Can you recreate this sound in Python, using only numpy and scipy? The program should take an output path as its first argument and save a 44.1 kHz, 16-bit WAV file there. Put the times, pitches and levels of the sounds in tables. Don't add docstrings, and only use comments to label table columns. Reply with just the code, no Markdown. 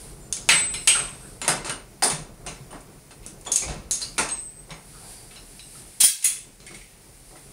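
import sys
import numpy as np
from scipy import signal
from scipy.fft import rfft, irfft, next_fast_len
from scipy.io import wavfile
from scipy.ndimage import uniform_filter1d

SR = 44100
rng = np.random.default_rng(int(sys.argv[2]) if len(sys.argv) > 2 else 0)


def magnitude_from_level(level_db):
    exponent = np.asarray(level_db, float) / 20
    return 10 ** exponent


def materialize(psi):
    bounded = np.clip(np.atleast_2d(psi).T, -1, 1)
    quanta = np.round(bounded * 32767).astype(np.int16)
    wavfile.write(sys.argv[1], SR, quanta)


N = 331632


def rms_one(x):
    return x / np.sqrt(np.mean(x ** 2) + 1e-20)


def at_hz(points, hz):
    table_hz, value = np.array(points).T
    return np.interp(np.log(hz), np.log(table_hz), value)


def add(out, s, sound):
    i = round(s * SR)
    out[i:i + len(sound)] += sound[:N - i]


def drift(rate_hz):
    r = np.exp(-80 * np.pi * rate_hz / SR)
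    slow = signal.lfilter([1], [1, -2 * r, r * r], rng.standard_normal(N // 40 + 2002))[2000:]
    return np.interp(np.arange(N) / 40, np.arange(len(slow)), rms_one(slow))


def coloured(spectrum, patchy_db):
    hz = np.maximum(np.fft.rfftfreq(N, 1 / SR), 1)
    noise = irfft(rfft(rng.standard_normal(N)) * magnitude_from_level(at_hz(spectrum, hz)), N)
    return rms_one(noise * magnitude_from_level(patchy_db * drift(5.7)))


def swells(rows, rest_db):
    t = np.arange(N) / SR
    return magnitude_from_level(rest_db) + sum(magnitude_from_level(db) * np.exp(-((t - s) / half) ** 2) for s, db, half in rows)


def partial(hz, t60, rise, t, spread_hz=0):
    knots = rng.standard_normal((2, 600))
    knots[:, 0] = 0
    in_phase, in_quadrature = [np.interp(t * max(spread_hz, 0) * 2.5, np.arange(600), k) for k in knots]
    rough = np.clip(spread_hz / 50, 0, .93)
    turn = 2 * np.pi * hz * t
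    wave = (np.sqrt(1 - rough ** 2) + rough * in_phase) * np.sin(turn) + rough * in_quadrature * np.cos(turn)
    build_up = 1 - np.exp(-t / max(rise, 1e-4))
    return wave * build_up * np.exp(-np.log(1000) * t / t60)


# f/Hz, density/dB
HISS_COLOUR = [(410, -15), (700, 3.5), (1210, -4), (2120, 4.5), (3520, -5.5), (5130, -0.5), (7290, -2),
               (9330, -28), (12300, -5), (15100, -4), (15700, -4)]


def hiss():
    return magnitude_from_level(-54.5 - 3.0) * coloured(HISS_COLOUR, patchy_db=-0.5)


# f/Hz, level/dB
WHINE_LINES = [(11550, -82), (15320, -73)]


def whine():
    t = np.arange(N) / SR
    out = np.zeros(N)
    for hz, level_db in WHINE_LINES:
        level = magnitude_from_level(level_db + 1.5 * drift(40))
        out += level * np.sin(2 * np.pi * hz * t + 1.5 * drift(30))
    return out


# f/Hz, density/dB
RUMBLE_COLOUR = [(15, -30), (25, 7.5), (48, 3), (65, -11), (143, -2.5), (173, -8.5), (206, -6),
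                 (228, -12.5), (408, -11), (585, -18), (682, -17), (867, -22.5), (1500, -26.5), (1950, -43),
                 (3300, -120)]
# t/s, level/dB, half length/s
FLOOR_HEAVES = [
    (.64, -42.5, 0.23),
    (1.61, -42, 0.099),
    (2.26, -49, 0.19),
    (3.73, -34.5, 0.092),
    (5.85, -72, 0.04),
    (1.05, -46, 0.14),
    (4.17, -50, 0.23),
]


def fan_and_floor():
    t = np.arange(N) / SR
    fan_db = -43 - 0.79 * t
    lull = 1 - 0.53 * np.exp(-((t - 6.17) / 0.15) ** 2)
    return lull * swells(FLOOR_HEAVES, fan_db) * coloured(RUMBLE_COLOUR, patchy_db=2.0)


# f/Hz, density/dB
CLOTH_COLOUR = [(530, -22), (900, -5), (1230, -18), (1530, -9.5), (1680, -9.5), (2420, -8), (2730, -8),
                (3040, -9), (4740, -4.5), (6640, -8), (9530, 4.5), (11400, -6.5), (16000, -26)]
# t/s, level/dB, half length/s
SLEEVE_SWISHES = [
    (0.0, -48, 0.16),
    (.57, -31.5, 0.049),
    (.88, -44.5, 0.18),
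    (1.25, -49, 0.14),
    (5.79, -52, 0.06),
    (4.17, -52, .15),
    (5.1, -50, 0.24),
    (5.7, -52, 0.37),
    (6.2, -41.5, 0.077),
    (7.52, -55.5, 0.34),
]


def sleeves():
    return swells(SLEEVE_SWISHES, rest_db=-56.5) * coloured(CLOTH_COLOUR, patchy_db=1.0)


# t/s, level/dB, f/Hz, t60/s
STAND_THUDS = [(0.528, -31, 157, 0.14), (1.489, -30, 154.5, 0.26), (1.689, -33, 140, 0.095),
               (2.035, -33, 400, 0.32), (2.128, -28, 152, 0.18), (2.2, -35, 157.4, 0.16),
               (2.599, -37, 134, 0.2), (2.745, -39, 290, 0.14), (2.47, -42, 302, 0.12),
               (3.29, -47, 321, 0.14), (7.33, -49, 330, .2), (3.662, -27.5, 53, 0.13),
               (3.696, -24, 55, 0.081), (3.849, -31, 49, 0.11), (4.048, -42, 83.4, 0.12),
               (4.2, -40, 60, 0.19), (3.69, -34.5, 147.6, 0.27), (4.197, -34, 218, 0.19),
               (4.71, -36.5, 158, 0.18), (6.698, -44, 338, 0.2)]


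def thuds():
    out, t = np.zeros(N), np.arange(SR // 2) / SR
    for s, level_db, hz, t60 in STAND_THUDS:
        add(out, s, magnitude_from_level(level_db + 5) * partial(hz, max(t60, .03), 0.0059, t))
    return out


def noise_bands(lump_hz, lump_db):
    centres = 130 * 2 ** (np.arange(29) / 4)
    size = next_fast_len(N + SR)
    hz = np.fft.rfftfreq(size, 1 / SR) + 1
    lumps = np.interp(hz / lump_hz, np.arange(900), rng.standard_normal(900))
    white = rfft(rng.standard_normal(size)) * magnitude_from_level(lump_db / (1 + (hz / 9000) ** 2) * lumps)
    bands = []
    for centre in centres:
        overlap = np.maximum(1 - 4 * np.abs(np.log2(hz / centre)), 0)
        bands.append(rms_one(irfft(white * overlap, size)))
    return np.array(bands, np.float32), centres


# f/Hz, share of a knock's decay
BAND_RING_SHARE = [(150, 1.1), (700, 0.93), (2500, 0.91), (6000, 0.79), (9500, 0.5), (14000, 0.43)]


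def knocks(rows, modes, noise, upper_db, top_db, bass_db, modes_db, crack_db, crack_s, rise):
    out, t = np.zeros(N), np.arange(SR * 2 // 5, dtype=np.float32) / SR
    short = t[:SR // 4]
    bands, centres = noise
    swell = 1 - np.exp(-t / (rise + 3.3 / centres[:, None]))
    crack = magnitude_from_level(crack_db - 60 * t / crack_s) * (1 - np.exp(-t / 0.00021))
    crack_colour = magnitude_from_level(at_hz([(10000, -0.5), (13500, -14.0)], centres))
    crack = np.outer(crack_colour, crack).astype(np.float32)
    luck = rng.standard_normal((len(rows), len(bands) + len(modes)))
    for (s, force_db, heft_db, flat_db, decay), chance in zip(rows, luck):
        colour = [(140, heft_db + bass_db), (800, heft_db - 16.0), (2400, flat_db - 18),
                  (5400, flat_db / 2 + upper_db), (9600, -25.0), (11000, -33.0),
                  (12300, top_db), (14500, top_db), (16600, top_db - 7)]
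        gains = magnitude_from_level(force_db + at_hz(colour, centres) + 1.5 * chance[:len(bands)])
        t60 = max(decay, .03) * at_hz(BAND_RING_SHARE, centres)
        dying = np.exp(np.outer(-np.log(1000) / t60, t).astype(np.float32))
        clatter = bands[:, round(s * SR):][:, :len(t)]
        sound = gains @ ((swell * dying + crack) * clatter)
        for (hz, level_db, ring_s), own in zip(modes, chance[len(bands):]):
            struck_db = force_db + at_hz(colour, hz) + modes_db + 0.34 * level_db + 1.8 * own
            ring = partial(hz, min(ring_s, 1.2 * decay, .4), rise, short, spread_hz=40 + hz / 120)
            sound[:len(short)] += magnitude_from_level(struck_db) * ring
        add(out, s, sound)
    return out


BLOCK_SLIDES = [
    (0.9494, -22, -10.5, -7.5, 0.86),
    (1.646, -19, -7, -7.5, 0.49),
    (2.7294, -50.5, 22.5, 12, 0.24),
    (3.1084, -31, -6.5, -4, 0.16),
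    (3.2306, -44, -27, 6, 0.35),
    (3.4505, -25, -31, -12, 0.12),
    (3.6194, -22, -7.5, -21, 0.48),
    (3.6794, -29.5, -3.5, -5.5, 0.59),
    (7.31, -45, 7.5, -14, 0.31),
    (7.3565, -35.5, -7, -5, 0.2),
]
BLOCK_SHIFTS = [(2.0226, -9.5, -7, -10.5, 0.29), (2.0348, -6, -19, -27, 0.55),
                (2.0994, -17, -16, -12.5, 0.45), (2.4638, -25, -7.5, -6.5, 0.51), (2.7072, -40, -3, -12, 1),
                (2.8055, -35, -30, -30, 0.13), (3.4625, -29.5, 1, -9.5, 0.55), (4.008, -29, -23, -17, .3),
                (4.0153, -21, -23, -20, 0.42), (4.1804, -7, -11, -11.5, 0.45),
                (4.2877, -23, -27, -13, 0.21), (4.3685, -40, -38, -10, 0.31), (4.6944, -45, 8, -1, 0.7),
                (4.7057, -35.5, -19, 1, 0.28), (5.3094, -50.5, -6, 12.5, 0.39),
                (5.3584, -42.5, -8, 0, 0.31)]
# f/Hz, level/dB, t60/s
BLOCK_MODES = [(760, -3, 0.3), (2600, -12, 0.24), (2590, -22, 5.0), (4220, -5, 0.24), (4870, -14, 0.092),
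               (5090, 27, 0.016), (6720, -2, 0.57), (6770, -26, 0.31), (8540, 9, 0.27), (8900, -8, 5.0),
               (9430, -5, 0.35), (9435, -15, 0.1)]


def blocks(noise):
    slid = knocks(BLOCK_SLIDES, BLOCK_MODES, noise, upper_db=-21.5, top_db=-43, bass_db=-26.5,
                  modes_db=1, crack_db=-3, crack_s=0.02, rise=0.011)
    shifted = knocks(BLOCK_SHIFTS, BLOCK_MODES, noise, upper_db=-21.5, top_db=-45, bass_db=-27.5,
                     modes_db=0.5, crack_db=6.5, crack_s=0.0068, rise=0.00049)
    return slid + shifted


TIP_TICKS = [
    (0.3254, -8.5, -38.5, -24.5, 0.3),
    (0.3664, -25, -27.5, -22, 0.86),
    (3.2633, -22.5, -27, -33.5, 0.49),
    (3.4113, -30, -34, -42, 0.27),
    (3.518, -6.5, -66, -29, 0.56),
    (3.5594, -6.5, -59, -28, 0.43),
    (3.9100, -5.5, -39.5, -29.5, 0.56),
    (5.5935, -38, -23, -3, 0.18),
    (6.6024, -39, -20, -12, 0.91),
    (6.665, -34, -29, -17, 0.52),
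]
# f/Hz, level/dB, t60/s
EDGE_MODES = [(3290, 5.5, 0.23), (5300, -1, 0.47), (6100, -22, 0.083), (6100, 11, 0.29), (6600, 18.5, 0.2),
              (6720, -4, 0.17), (8140, 6, 0.186), (9900, -18, 0.32)]


def tip_ticks(noise):
    return knocks(TIP_TICKS, EDGE_MODES, noise, upper_db=-18.0, top_db=-45.5, bass_db=-13.0,
                  modes_db=-16.0, crack_db=13.5, crack_s=0.0084, rise=0.0016)


LAY_DOWN = [
    (6.0014, -6.5, -37, -15.5, 0.36),
    (6.004, 2, -56, -24, 0.44),
    (6.0325, -0.5, -75, -34, 0.64),
]
FAR_END = [
    (6.2243, -21, -50, -12, 0.43),
    (6.2425, 0.5, -47.5, -29, 0.62),
    (6.7085, -49, 8, 5, 0.21),
    (6.7419, -32.5, -44, -11, 1),
]
# f/Hz, level/dB, t60/s
TABLE_MODES = [(1660, -19, .4), (2090, -12, .3), (2950, -23, 0.17), (3320, -3, .4), (3990, -5, 0.27),
               (4560, -15, .3), (5000, -22, 0.21), (5550, -9, 0.33), (6400, -17, 0.3), (7100, -2, 0.26),
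               (8380, -27, 0.14), (8200, -28, 0.19), (9500, -14, 0.29)]


def table_knocks(noise):
    laid = knocks(LAY_DOWN, TABLE_MODES, noise, upper_db=-21.5, top_db=-27.5, bass_db=-13.5,
                  modes_db=-3.0, crack_db=-10, crack_s=0.015, rise=0.0031)
    settled = knocks(FAR_END, TABLE_MODES, noise, upper_db=-26.5, top_db=-34, bass_db=-12.5,
                     modes_db=4.0, crack_db=-1, crack_s=0.015, rise=0.0011)
    return laid + settled


LEVER_KNOCKS = [
    (0.4888, -1.5, -20.5, -5, 0.49),
    (0.739, -18, -28, -15.5, 0.46),
    (0.8736, 1, -30.5, -15, 0.4),
    (1.4155, -18, -13, -9.5, 0.42),
    (1.4463, -27, -11.5, -8, 0.32),
    (1.479, -2.5, -17.5, -18.5, 0.47),
    (1.695, -18, -20, -13, 0.27),
]
# f/Hz, level/dB, t60/s
CLAMP_MODES = [(926, 17, 0.3), (1400, 2, 0.47), (2080, 3.5, 0.42), (2400, -13, 0.27), (2400, -7.5, 0.073),
               (2894, -3, 0.28), (3360, -16, 0.14), (3380, -26, 0.12), (4020, -7, 0.54), (4680, -29, 0.3),
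               (5120, -27.5, 0.22), (6560, 8, 0.11)]


def lever_knocks(noise):
    return knocks(LEVER_KNOCKS, CLAMP_MODES, noise, upper_db=-24, top_db=-43.0, bass_db=-24.0,
                  modes_db=3.5, crack_db=9, crack_s=0.0099, rise=0.00033)


STRIKE_RISE_S, RUB_RISE_S = 0.00034, 0.015


def add_ring(out, s, hz, level_db, t60, rise, spread_hz):
    t = np.arange(int(min(.8 * t60, 1) * SR)) / SR
    add(out, s, magnitude_from_level(level_db) * partial(hz, t60, rise, t, spread_hz) * np.cos(np.pi / 2 * t))


# t/s, f/Hz, level/dB, t60/s, spread/Hz
STRUCK_MODES = [(.326, 3600, -26, .06, 69), (.326, 5260, -44, 0.41, 40), (.74, 2120, -38, .23, 67),
                (.74, 2410, -36, 0.18, 65), (.95, 8500, -26, .25, 48), (.949, 1400, -27.5, 0.36, 205),
                (1.479, 1500, -23, 0.35, 520), (1.479, 5120, -23, 0.24, 200), (1.416, 7100, -33, .2, 72),
                (1.479, 742, -31, 0.38, 78), (1.479, 7000, -28, .14, 73), (1.479, 8300, -25, 0.31, 55),
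                (1.479, 2214, -32, 0.31, 79), (2.035, 9140, -18, 0.29, 120), (2.035, 5000, -14, .02, 71),
                (2.022, 1770, -19.5, 0.026, 110), (2.1, 6850, -27, 0.08, 60),
                (3.465, 3420, -37.5, 0.6, 180), (3.467, 6960, -31, .13, 65), (3.518, 9500, -13, 0.025, 20),
                (3.5585, 8400, -7.5, 0.03, 20), (3.5585, 6770, -9, 0.023, 18), (3.62, 2250, -36, 0.47, 210),
                (4.016, 4940, -36, 0.35, 120), (4.015, 4120, -27, .15, 40), (4.017, 4520, -30, 0.33, 300),
                (4.181, 4530, -34, 0.22, 97), (4.181, 1400, -21, 0.18, 80), (4.181, 2100, -23.5, 0.2, 200),
                (6.034, 9500, -8, 0.21, 166), (6.034, 10200, -15, .22, 120), (6.004, 9609, -12, 0.091, 150),
                (6.602, 4150, -51, .2, 120)]
RUBBED_MODES = [(.2, 7180, -50.5, 0.77, 36), (1.201, 8380, -39, 0.27, 50), (1.225, 1490, -43, 0.29, 221.6),
                (4.93, 1340, -47.5, 0.5, 228), (5.0, 742, -49.5, 1.2, 306), (5.03, 4740, -53, 1.6, 250),
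                (5.04, 1580, -54, .5, 79.4), (4.92, 4600, -56, 1, 402), (5.15, 4700, -54, 1, 200)]
MORE_STRUCK_MODES = [(.3255, 6560, -10, 0.019, 30), (.3255, 2660, -34, 0.044, 36), (.362, 2330, -37, .06, 60),
                     (2.466, 2680, -39, 0.22, 230), (2.466, 6300, -35.5, 0.21, 470), (2.71, 1170, -43, .08, 50),
                     (3.62, 1160, -41, 0.11, 75), (4.708, 6570, -46, .25, 90), (4.706, 3870, -35, .04, 20),
                     (4.706, 5500, -39, .04, 20), (4.71, 2145, -42.5, 0.31, 204), (5.36, 3980, -45, 0.23, 200),
                     (5.593, 3930, -45, 0.28, 150), (5.75, 1304, -52, .3, 99), (6.004, 3290, -25, .3, 40),
                     (6.004, 5290, -23, .2, 38), (6.004, 9050, -18, .12, 200), (6.665, 3300, -46, .06, 200),
                     (6.665, 1690, -48, .15, 190), (7.355, 2000, -50, .15, 100), (.49, 1788, -23, .4, 330),
                     (.49, 4360, -25, .3, 450), (.949, 1915, -37, .3, 230), (.739, 3280, -30, 0.1, 530),
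                     (3.91, 7100, -23, .14, 120), (3.519, 7100, -26.5, .2, 180), (1.7, 1440, -32.5, 0.28, 230),
                     (4.185, 764, -29.5, 0.29, 166), (6.25, 3435, -37, 0.5, 70), (6.245, 2450, -33, .3, 350),
                     (6.004, 4010, -25, .25, 90), (.49, 1930, -24, .3, 40), (.49, 4500, -28, .25, 50),
                     (.875, 2260, -27.5, .4, 45), (.9495, 1386, -24, 0.069, 25), (1.083, 3200, -35, 0.041, 20),
                     (4.181, 2480, -29, .2, 50), (4.181, 2760, -31, .2, 50), (4.166, 2370, -46, .05, 120)]


def single_modes():
    out = np.zeros(N)
    for rows, rise in ((STRUCK_MODES, STRIKE_RISE_S), (RUBBED_MODES, RUB_RISE_S), (MORE_STRUCK_MODES, STRIKE_RISE_S)):
        for s, hz, level_db, t60, spread_hz in rows:
            add_ring(out, s, hz, level_db, t60, rise, spread_hz)
    return out


JAW_MODES = [(4040, -8, 0.34, 120), (2860, -10.5, 0.35, 58), (5300, -12, 0.48, 80)]
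JAW_HITS = [(.739, -28.5), (2.464, -37), (4.016, -34), (4.288, -34), (4.706, -42.5), (5.36, -40.5),
            (5.593, -40.5)]
NOTCH_MODES = [(6570, -3, 0.34, 210), (7100, -14, 0.11, 180)]
NOTCH_HITS = [(.326, -29.5), (3.519, -17), (3.559, -19.5), (3.911, -19.5), (4.287, -33.5)]
PIN_MODES = [(8980, -0.5, 0.28, 160), (2900, -8, 0.3, 150)]
PIN_HITS = [(1.695, -26.5), (2.463, -38.5), (2.708, -43.5)]
SHANK_MODES = [(2410, -3.5, 0.44, 42.5), (2860, -3.5, 0.41, 46), (3130, -1, 0.34, 160),
               (2730, -2, 0.28, 120), (3480, -6, 0.26, 220), (4845, -11.5, 0.34, 59), (5600, -11, 0.26, 90),
               (6730, -5, 0.24, 60), (9300, -2, 0.46, 140)]
SHANK_HITS = [(.875, -18.5)]
INGOT_MODES = [(800, 1, 0.28, 120), (1700, -8, 0.4, 300), (4920, 2, 0.27, 550), (13400, -10, 0.25, 150)]
INGOT_HITS = [(2.025, -22.5)]
HANDLE_MODES = [(2190, 4.5, 0.24, 200), (3080, -10, .25, 120), (4510, -7, 0.3, 150), (5680, -7, 0.25, 120),
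                (8200, -1, 0.25, 105), (9200, 0, 0.39, 118)]
HANDLE_HITS = [(6.665, -45), (6.712, -54), (6.744, -47), (6.81, -51)]
PLATE_MODES = [(807, -7, 0.058, 820), (1650, -20, 0.42, 75), (2050, -13, 0.21, 45), (3260, -7.5, 0.31, 48),
               (3990, -10, 0.33, 60), (4650, -7, 0.31, 42), (5216, -4, 0.2, 48), (5700, -6, 0.23, 52),
               (7050, -11, .3, 62), (9050, 0, .2, 76)]
PLATE_HITS = [(6.007, -26.5), (6.036, -19.5), (6.245, -37)]
BAR_END_MODES = [(2062, -14, 0.42, 90), (4170, -9, .3, 44), (6710, -1.5, 0.28, 49), (8060, -8, 0.29, 46),
                 (8333, -17, .42, 56), (9200, -7, .25, 68), (9800, 0, .38, 41), (9900, -6, .25, 60)]
BAR_END_HITS = [(6.243, -22)]
SCREW_MODES = [(1323, -8, 0.26, 50), (2245, 1, 0.41, 45), (2420, -2, 0.37, 40), (2605, 1.5, 0.29, 35),
               (2850, -3, 0.45, 55), (3120, -0.5, .26, 94), (3340, -13, .35, 57), (2970, -3, 0.3, 40),
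               (4150, -2, .3, 110), (5120, -6, 0.19, 46)]
SCREW_HITS = [(.49, -20.5), (.739, -44)]


def loose_parts():
    out = np.zeros(N)
    parts = [(JAW_MODES, JAW_HITS), (NOTCH_MODES, NOTCH_HITS), (PIN_MODES, PIN_HITS),
             (SHANK_MODES, SHANK_HITS), (INGOT_MODES, INGOT_HITS), (HANDLE_MODES, HANDLE_HITS),
             (PLATE_MODES, PLATE_HITS), (BAR_END_MODES, BAR_END_HITS), (SCREW_MODES, SCREW_HITS)]
    for modes, hits in parts:
        for s, blow_db in hits:
            for hz, mode_db, t60, spread_hz in modes:
                add_ring(out, s, hz, blow_db + mode_db, t60, STRIKE_RISE_S, spread_hz)
    return out


BAR_LINES = (8091, 8245)
# t/s, level/dB, t60/s, rise/s, spread/Hz
LOW_RINGS = [(.49, -9.5, 0.77, 0.052, 1), (.878, -14.5, 0.41, 0.013, 9), (.96, -25, 0.34, .01, 51),
             (1.24, -44.5, 0.49, .02, 16), (4.294, -35, 0.3, 0.014, 22), (4.361, -32, 0.64, 0.01, 24),
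             (6.245, -29.5, 0.58, .02, 9.2)]
HIGH_RINGS = [(.2, -52, 0.62, 0.0069, 30), (.5, -26, 0.63, .04, 8.7), (0.749, -37, .5, .02, 10),
              (0.875, -10.5, 0.37, 0.0048, 8), (.97, -20.5, 0.37, .01, 53), (1.24, -43, 0.45, 0.017, 10),
              (1.416, -46, .5, .005, 30), (4.297, -29, 1.1, 0.0097, 32), (5.594, -46, 1.1, 0.02, 30)]


def singing_bar():
    out = np.zeros(N)
    for hz, rows in zip(BAR_LINES, (LOW_RINGS, HIGH_RINGS)):
        for s, level_db, t60, rise, spread_hz in rows:
            add_ring(out, s, hz, level_db, t60, rise, spread_hz)
    return out


def microphone(x):
    centre_hz, width_hz, lift_db = 9450, 1400, 7
    r, w = np.exp(-np.pi * width_hz / SR), 2 * np.pi * centre_hz / SR
    peak = signal.lfilter((1 - r * r) / 2 * np.array([1, 0, -1]), [1, -2 * r * np.cos(w), r * r], x)
    return x + (magnitude_from_level(lift_db) - 1) * peak


def ducking(x, from_level_db, slope, release_db_s):
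    level_db = 10 * np.log10(uniform_filter1d(x ** 2, size=441) + 1e-12)
    ramp = release_db_s * np.arange(N) / SR
    held_db = np.maximum.accumulate(level_db + ramp) - ramp
    excess_db = np.maximum(held_db - from_level_db, 0)
    return magnitude_from_level(-slope * uniform_filter1d(excess_db, size=221))


def scene():
    noise = noise_bands(lump_hz=55, lump_db=3.8)
    clatter = blocks(noise) + tip_ticks(noise) + table_knocks(noise) + lever_knocks(noise)
    ringing = single_modes() + loose_parts() + singing_bar()
    near = microphone(clatter) + ringing + thuds()
    background = hiss() + fan_and_floor() + sleeves()
    gain = ducking(near, from_level_db=-33.0, slope=0.24, release_db_s=36)
    return (near + whine() + background * gain)[None]


def roll_off(x):
    return signal.sosfilt(signal.butter(12, 16970, fs=SR, output="sos"), x)


def record(dry):
    rounded = .65 * np.tanh(dry / .65)
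    steep_top = signal.ellip(12, .5, 48, 15745, fs=SR, output="sos")
    bass_loss = signal.butter(3, 35, "high", fs=SR, output="sos")
    mix = signal.sosfilt(bass_loss, signal.sosfilt(steep_top, rounded))
    return roll_off(mix)


dry = scene()
out = record(dry)
materialize(out)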